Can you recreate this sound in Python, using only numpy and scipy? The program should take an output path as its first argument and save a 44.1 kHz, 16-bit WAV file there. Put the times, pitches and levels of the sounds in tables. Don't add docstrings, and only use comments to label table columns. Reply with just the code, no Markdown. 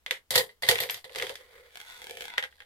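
import sys
import numpy as np
from scipy import signal
from scipy.fft import rfft, irfft, next_fast_len
from scipy.io import wavfile

SR = 44100
rng = np.random.default_rng(int(sys.argv[2]) if len(sys.argv) > 2 else 0)


def output_pcm(signal):
    pcm = np.clip(np.atleast_2d(signal).T, -1, 1) * 32767
    wavfile.write(sys.argv[1], SR, np.round(pcm).astype(np.int16))


N = 116865
T = np.arange(N) / SR
RING_T = T[:12000]
FILTER_HZ = np.fft.rfftfreq(4096, 1 / SR)


def amp(db):
    return 10 ** (np.asarray(db) / 20)


def read(table, hz, axis=1):
    columns = np.transpose(table)
    return np.interp(np.log(hz + 1), np.log(columns[0]), columns[axis])


def curve(table, axis=1):
    columns = np.transpose(table)
    return amp(np.interp(T, columns[0], columns[axis]))


def unit(x):
    return x / np.sqrt(np.sum(x ** 2) / 2 + 1e-20)


def add(mix, start_s, sound):
    part = mix[:, round(start_s * SR):][:, :sound.shape[1]]
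    part += sound[:, :part.shape[1]]


def dying(t60_s):
    return np.exp(-np.log(1000) * RING_T / t60_s)


# freq_hz [Hz], likeness [0-1], left_lead_rad [rad], left_minus_right_db [dB]
MICROPHONE_PAIR = [(450, 0.98, 0.65, 0.5), (910, 0.3, 0.2, -5), (2103, 0.34, 1.93, 2), (3230, 0, 3.98, -6),
                   (8800, 0, 2.78, 6), (14400, 0.1, 6.9, 11.5)]


def paired(x):
    hz = np.fft.rfftfreq(x.shape[1], 1 / SR)
    left, other = rfft(x)
    same = np.clip(read(MICROPHONE_PAIR, hz), 0, 1)
    lag = np.exp(-1j * read(MICROPHONE_PAIR, hz, axis=2))
    right = (same * left + np.sqrt(1 - same ** 2) * other) * lag
    return irfft(np.array([left, right]), x.shape[1])


def balance_db(hz):
    return np.array([[.5], [-.5]]) * read(MICROPHONE_PAIR, hz, axis=3)


def colour(x, spectrum):
    log = np.log(amp(read(spectrum, FILTER_HZ) + balance_db(FILTER_HZ)))
    log = np.concatenate([log, log[:, -2:0:-1]], axis=1)
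    taps = np.fft.ifft(np.exp(np.conj(signal.hilbert(log)))).real
    return signal.fftconvolve(x, unit(taps), axes=1)[:, :x.shape[1]]


SPOT_SHIFT = .05


def shifted(spectrum):
    factor = 1 + SPOT_SHIFT * rng.uniform(-0.73, 1)
    return [(hz * factor, db) for hz, db in spectrum]


TREBLE_HZ = 4700


def brighten(x, gain):
    size = next_fast_len(2 * x.shape[1])
    hz = np.fft.rfftfreq(size, 1 / SR)
    treble = irfft(rfft(x, size) * (1 - 1 / (1 + (hz / TREBLE_HZ) ** 6)), size)
    return x + (gain - 1) * treble[:, :x.shape[1]]


def burst(t60_s, rise_s):
    shape = dying(t60_s) * (1 - np.exp(-RING_T / rise_s))
    noise = rng.standard_normal((2, len(RING_T)))
    even = irfft(np.exp(1j * np.angle(rfft(noise * shape))))
    return unit(paired(even) * np.minimum(1, 10 * dying(t60_s)))


def ring(modes):
    out = np.zeros((2, len(RING_T)))
    for hz, level_db, t60_s in modes:
        right_lag = np.array([[0], [read(MICROPHONE_PAIR, hz, axis=2)]])
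        phase = 2 * np.pi * (hz * RING_T + rng.random()) - right_lag
        out += amp(level_db + balance_db(hz)) * unit(np.sin(phase) * dying(t60_s))
    return out * np.minimum(RING_T / 0.00063, 1)


def resonate(x, hz, t60_s):
    turn = np.exp(2j * np.pi * np.cumsum(hz) / SR)
    pole = np.exp(-np.log(1000) / (t60_s * SR))
    envelope = signal.lfilter([1], [1, -pole], x / turn)
    return np.sqrt(2 * (1 - pole ** 2)) * (turn * envelope).real


def grains(per_s, spread_db):
    size = amp(spread_db * np.minimum(rng.exponential(1, N), 3)) * (rng.random(N) < per_s / SR)
    return unit(size * rng.choice([-1, 1], N)) * np.sqrt(N)


def excite(clicks, response, count=10):
    spot = rng.integers(0, count, N)
    out = np.zeros((2, N))
    for k in range(count):
        here = (clicks * (spot == k))[None]
        out += signal.oaconvolve(here, response()[:, :2048], axes=1)[:, :N]
    return out


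# [dB, relative]
AIR_SPECTRUM = [(20, 2), (40, -16), (65, 7), (110, -13.5), (2000, -18.5), (15000, -28)]
AIR_DB = -70


def still_air():
    return amp(AIR_DB) * colour(paired(rng.standard_normal((2, N))), AIR_SPECTRUM)


# freq_hz [Hz], t60_s [s]
ROOM_DECAY = [(300, 0.2129), (3700, 0.09), (10000, 0.1745)]


def room(x, gap_s, rise_s):
    noise = paired(rng.standard_normal((2, len(RING_T))))
    hz, t, bands = signal.stft(noise, SR, nperseg=256)
    bands = bands * np.exp(-np.log(1000) * t / read(ROOM_DECAY, hz)[:, None])
    tail = signal.istft(bands, SR)[1][:, :len(RING_T)]
    tail = unit(tail * np.clip((RING_T - gap_s) / rise_s, 0, 1))
    return signal.fftconvolve(x, tail, axes=1)[:, :N]


# start_s [s], level_db [dB]
BEHIND_LEVEL = [(1.3, -82), (1.42, -55.5), (1.47, -63.5), (1.56, -55), (1.66, -63), (1.78, -72)]
# [dB, relative]
TOWER_SPECTRUM = [(310, -23), (430, 5), (510, 9.5), (680, -13), (1650, -4.5), (2150, 1), (2700, -16),
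                  (3400, -9.5), (5000, -22.5), (15000, -25.5)]


def rolling_behind():
    present = (T > BEHIND_LEVEL[0][0]) * (T < BEHIND_LEVEL[-1][0])
    contact = curve(BEHIND_LEVEL) * grains(per_s=1300, spread_db=5.5) * present
    taps = excite(contact, lambda: burst(t60_s=0.024, rise_s=0.0003))
    return colour(taps, TOWER_SPECTRUM)


# start_s [s], level_db [dB], hollow_body_db [dB]
RAMP_LEVEL = [(1.66, -79.5, -1), (1.75, -62.5, -11), (1.79, -60, -7.5), (1.93, -54, -16), (1.99, -56.5, -2),
              (2.1, -57, 8.5), (2.25, -53.5, 1.5), (2.34, -53, -23), (2.43, -66, -5)]
# start_s [s], level_db [dB]
SEAM_HOPS = [(1.756, -20.5), (1.772, -20), (1.802, -20.5), (1.814, -21), (1.9, -24), (2.018, -20.5),
             (2.042, -20), (2.069, -19), (2.096, -20), (2.109, -16.5), (2.171, -19), (2.208, -14),
             (2.221, -15.5), (2.241, -21.5), (2.254, -16.5), (2.281, -17.5), (2.302, -18.5), (2.338, -16.5)]
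# pitch_hz [Hz], level_db [dB], t60_s [s], swing [share of pitch, round a turn]
WALL_MODES = [(840, -11, 0.028, .2), (1620, -9, 0.02, -.1), (2130, -7.5, 0.018, -.1), (3250, -6, 0.01, .07)]
# start_s [s], treble_db [dB]
LAST_TURN_TREBLE = [(2.26, 2.5), (2.33, -10.5)]
# [dB, relative]
RAMP_SPECTRUM = [(60, -1), (300, -21), (620, 3.5), (1150, 2), (2200, 8), (3400, 5), (5500, -7.5),
                 (13000, -10.5), (16000, -29)]
HOLLOW_SPECTRUM = [(40, -26), (190, -30.5), (350, -22.5), (435, -1.5), (525, 1), (615, -18), (850, -14.5),
                   (8000, -61.5)]
LAP_S, FRONT_S = 0.462, 1.93


def rolling_ramp():
    present = (T > RAMP_LEVEL[0][0]) * (T < RAMP_LEVEL[-1][0])
    contact = curve(RAMP_LEVEL) * grains(per_s=1100, spread_db=3) * present
    for start_s, level_db in SEAM_HOPS:
        contact[round(start_s * SR)] += amp(level_db)
    taps = excite(contact, lambda: burst(t60_s=.009, rise_s=.0002))
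    lap = np.cos(2 * np.pi * (T - FRONT_S) / LAP_S)
    wall = np.zeros((2, N))
    for pitch_hz, level_db, t60_s, swing in WALL_MODES:
        wall += amp(level_db) * resonate(taps, pitch_hz * (1 + swing * lap), t60_s)
    rattle = brighten(amp(-4) * colour(taps, RAMP_SPECTRUM) + wall, curve(LAST_TURN_TREBLE))
    drone = amp(-8.0) * colour(taps * curve(RAMP_LEVEL, axis=2), HOLLOW_SPECTRUM)
    return rattle + drone


# start_s [s], level_db [dB]
TRAY_BOUNCES = [(2.376, -11), (2.3804, 1.5), (2.426, -6), (2.43, -13), (2.4383, -5.5), (2.4462, -13),
                (2.451, -15), (2.5256, -25), (2.583, -31.5), (2.6034, -14.5), (2.62, -19)]
# pitch_hz [Hz], level_db [dB], t60_s [s]
TRAY_MODES = [(831, -23.5, .12), (1597, -8.5, 0.033), (1860, -9.5, 0.035), (3550, -23.5, 0.032)]
# [dB, relative]
BALL_SPECTRUM = [(60, -26), (300, -30.5), (600, -16.5), (1300, -11.5), (1650, -4), (2000, 1.5), (2500, -7),
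                 (3400, -3.5), (4200, -14), (6000, -23), (13500, -32), (16000, -51.5)]
HARDNESS = 0.44


def tray():
    out = np.zeros((2, N))
    for start_s, level_db in TRAY_BOUNCES:
        crowd = burst(t60_s=0.0072, rise_s=.0001) + amp(-4.5) * burst(t60_s=0.086, rise_s=0.00077)
        clack = colour(crowd, BALL_SPECTRUM)
        boom = colour(burst(t60_s=0.064, rise_s=0.0014), HOLLOW_SPECTRUM)
        hard = amp(HARDNESS * level_db) * (clack + amp(-17.5) * boom)
        add(out, start_s, amp(level_db) * (ring(TRAY_MODES) + hard))
    return out


# [dB, before a common cut]
BALL_KNOCKS = [(0.0625, -10, 2, -3.5), (0.1094, 0.5, 4.5, -1), (0.7126, 2, 10.5, 6.5), (0.7561, -4, 4, 5.5),
               (.783, -12.5, 10, -18), (0.788, -4.5, 0, -24), (0.8361, -8.5, 8.5, 12),
               (0.89, -16.5, -6, 10.5), (0.8977, -3.5, 6.5, -20), (0.9436, -17, 18, 3),
               (1.095, -26, -14, 19.5), (1.149, -18.5, 8, 18), (1.159, -10.5, 10, 13),
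               (1.185, -13, 12.5, 10), (1.199, -7.5, -23, 0), (1.215, -17.5, 9, 25.5),
               (1.2236, -4, 6, 11.5), (1.268, -13, 6, 2), (1.2941, -13, 9, 17), (1.355, -17.5, 12, -14)]


def balls():
    out = np.zeros((2, N))
    for start_s, level_db, treble_db, body_db in BALL_KNOCKS:
        spike = burst(t60_s=.005, rise_s=.0001)
        short = amp(-3.0) * burst(t60_s=0.019, rise_s=0.002)
        long = amp(-6.5) * burst(t60_s=0.19, rise_s=0.0026)
        clack = brighten(colour(spike + short + long, shifted(BALL_SPECTRUM)), amp(treble_db))
        body = colour(burst(t60_s=0.14, rise_s=0.0023), shifted(HOLLOW_SPECTRUM))
        add(out, start_s, amp(level_db) * (clack + amp(body_db - 14) * body))
    return out


# start_s [s], level_db [dB], treble_db [dB], shell_ring_db [dB], spring_ping_db [dB]
LEVER_SNAPS = [(0.3056, -14.5, 11, 1, -27), (0.348, -15, 3.5, 4, -26.5), (0.3554, -2.5, 5.5, 1.5, -0.5),
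               (0.3775, -7, 8, 9, -25), (0.407, -29, 2, 16.5, -17), (0.493, -41, -7, 11.5, -20.5),
               (0.6221, -20, 5, -6, -30), (0.633, -16, -9, 4.5, -14), (0.6875, -1.5, 5, 4.5, -4.5),
               (0.8021, -14.5, 4.5, 4, 9.5), (0.906, -33.5, 19.5, -17, 10), (1.043, -25.5, -2.5, -0.5, -27)]
# start_s [s], level_db [dB]
SCRAPE_LEVEL = [(.3, -103), (.31, -41), (.4, -33.5), (.45, -52.5), (.615, -92), (.63, -45), (.72, -36.5),
                (.77, -46), (.82, -35.5), (.87, -53.5), (.97, -47), (1.03, -73.5), (1.18, -46.5),
                (1.3, -48.5), (1.42, -69.5)]
# [dB, relative]
LEVER_SPECTRUM = [(40, -29), (75, -7.5), (155, -6.5), (270, -21), (480, -2), (1000, -2.5), (1400, -9),
                  (1950, 5.5), (2450, -5.5), (3500, 2.5), (4800, -0.5), (5600, -11), (9300, -11),
                  (14000, -15.5), (16000, -30.5)]
# [dB, mean over strikes]
SHELL_MODES = [(1885, 0.5), (2034, -1.5), (2895, -9), (3092, -10.5), (3275, -15.5), (3532, -6), (3920, -10),
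               (4300, -8.5), (4670, -9), (4875, -11.5)]
# pitch_hz [Hz], level_db [dB], t60_s [s]
SPRING_MODES = [(12690, -5, .085), (12950, -13, .07)]
SHELL_T60_S, SHELL_DAMPING = 0.13, 0.65
STRIKE_DB = 4


def shell_ring():
    modes = []
    for pitch_hz, level_db in SHELL_MODES:
        struck_db = level_db + STRIKE_DB * rng.standard_normal()
        modes.append((pitch_hz, struck_db, SHELL_T60_S * (1000 / pitch_hz) ** SHELL_DAMPING))
    return ring(modes)


def lever_snaps():
    out = np.zeros((2, N))
    for start_s, level_db, treble_db, shell_db, spring_db in LEVER_SNAPS:
        chatter = amp(-0.5) * burst(t60_s=0.093, rise_s=0.00036)
        crack = colour(burst(t60_s=0.038, rise_s=0.0012) + chatter, LEVER_SPECTRUM)
        body = colour(burst(t60_s=0.16, rise_s=0.0035), shifted(HOLLOW_SPECTRUM))
        sound = amp(7.5) * crack + amp(4) * body
        sound += amp(shell_db) * shell_ring() + amp(spring_db) * ring(SPRING_MODES)
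        add(out, start_s, amp(level_db) * brighten(sound, amp(treble_db)))
    return out


def lever_scrape():
    slips = curve(SCRAPE_LEVEL) * grains(per_s=490, spread_db=1)
    taps = excite(slips, lambda: burst(t60_s=.009, rise_s=.0002), count=5)
    return colour(taps, LEVER_SPECTRUM)


def scene():
    air = still_air()
    roll = rolling_behind() + rolling_ramp()
    knocks = tray() + balls()
    lever = lever_snaps() + lever_scrape()
    send = amp(-6.5) * lever + amp(-8) * knocks + amp(-6.0) * roll
    return lever + knocks + roll + air + room(send, gap_s=0.0022, rise_s=0.0016)


CUT_HZ = 16000


def record(dry):
    taps = signal.firwin(201, CUT_HZ, window=("kaiser", 9), fs=SR)
    return signal.oaconvolve(dry, taps[None], "same")


dry = scene()
out = record(dry)
output_pcm(out)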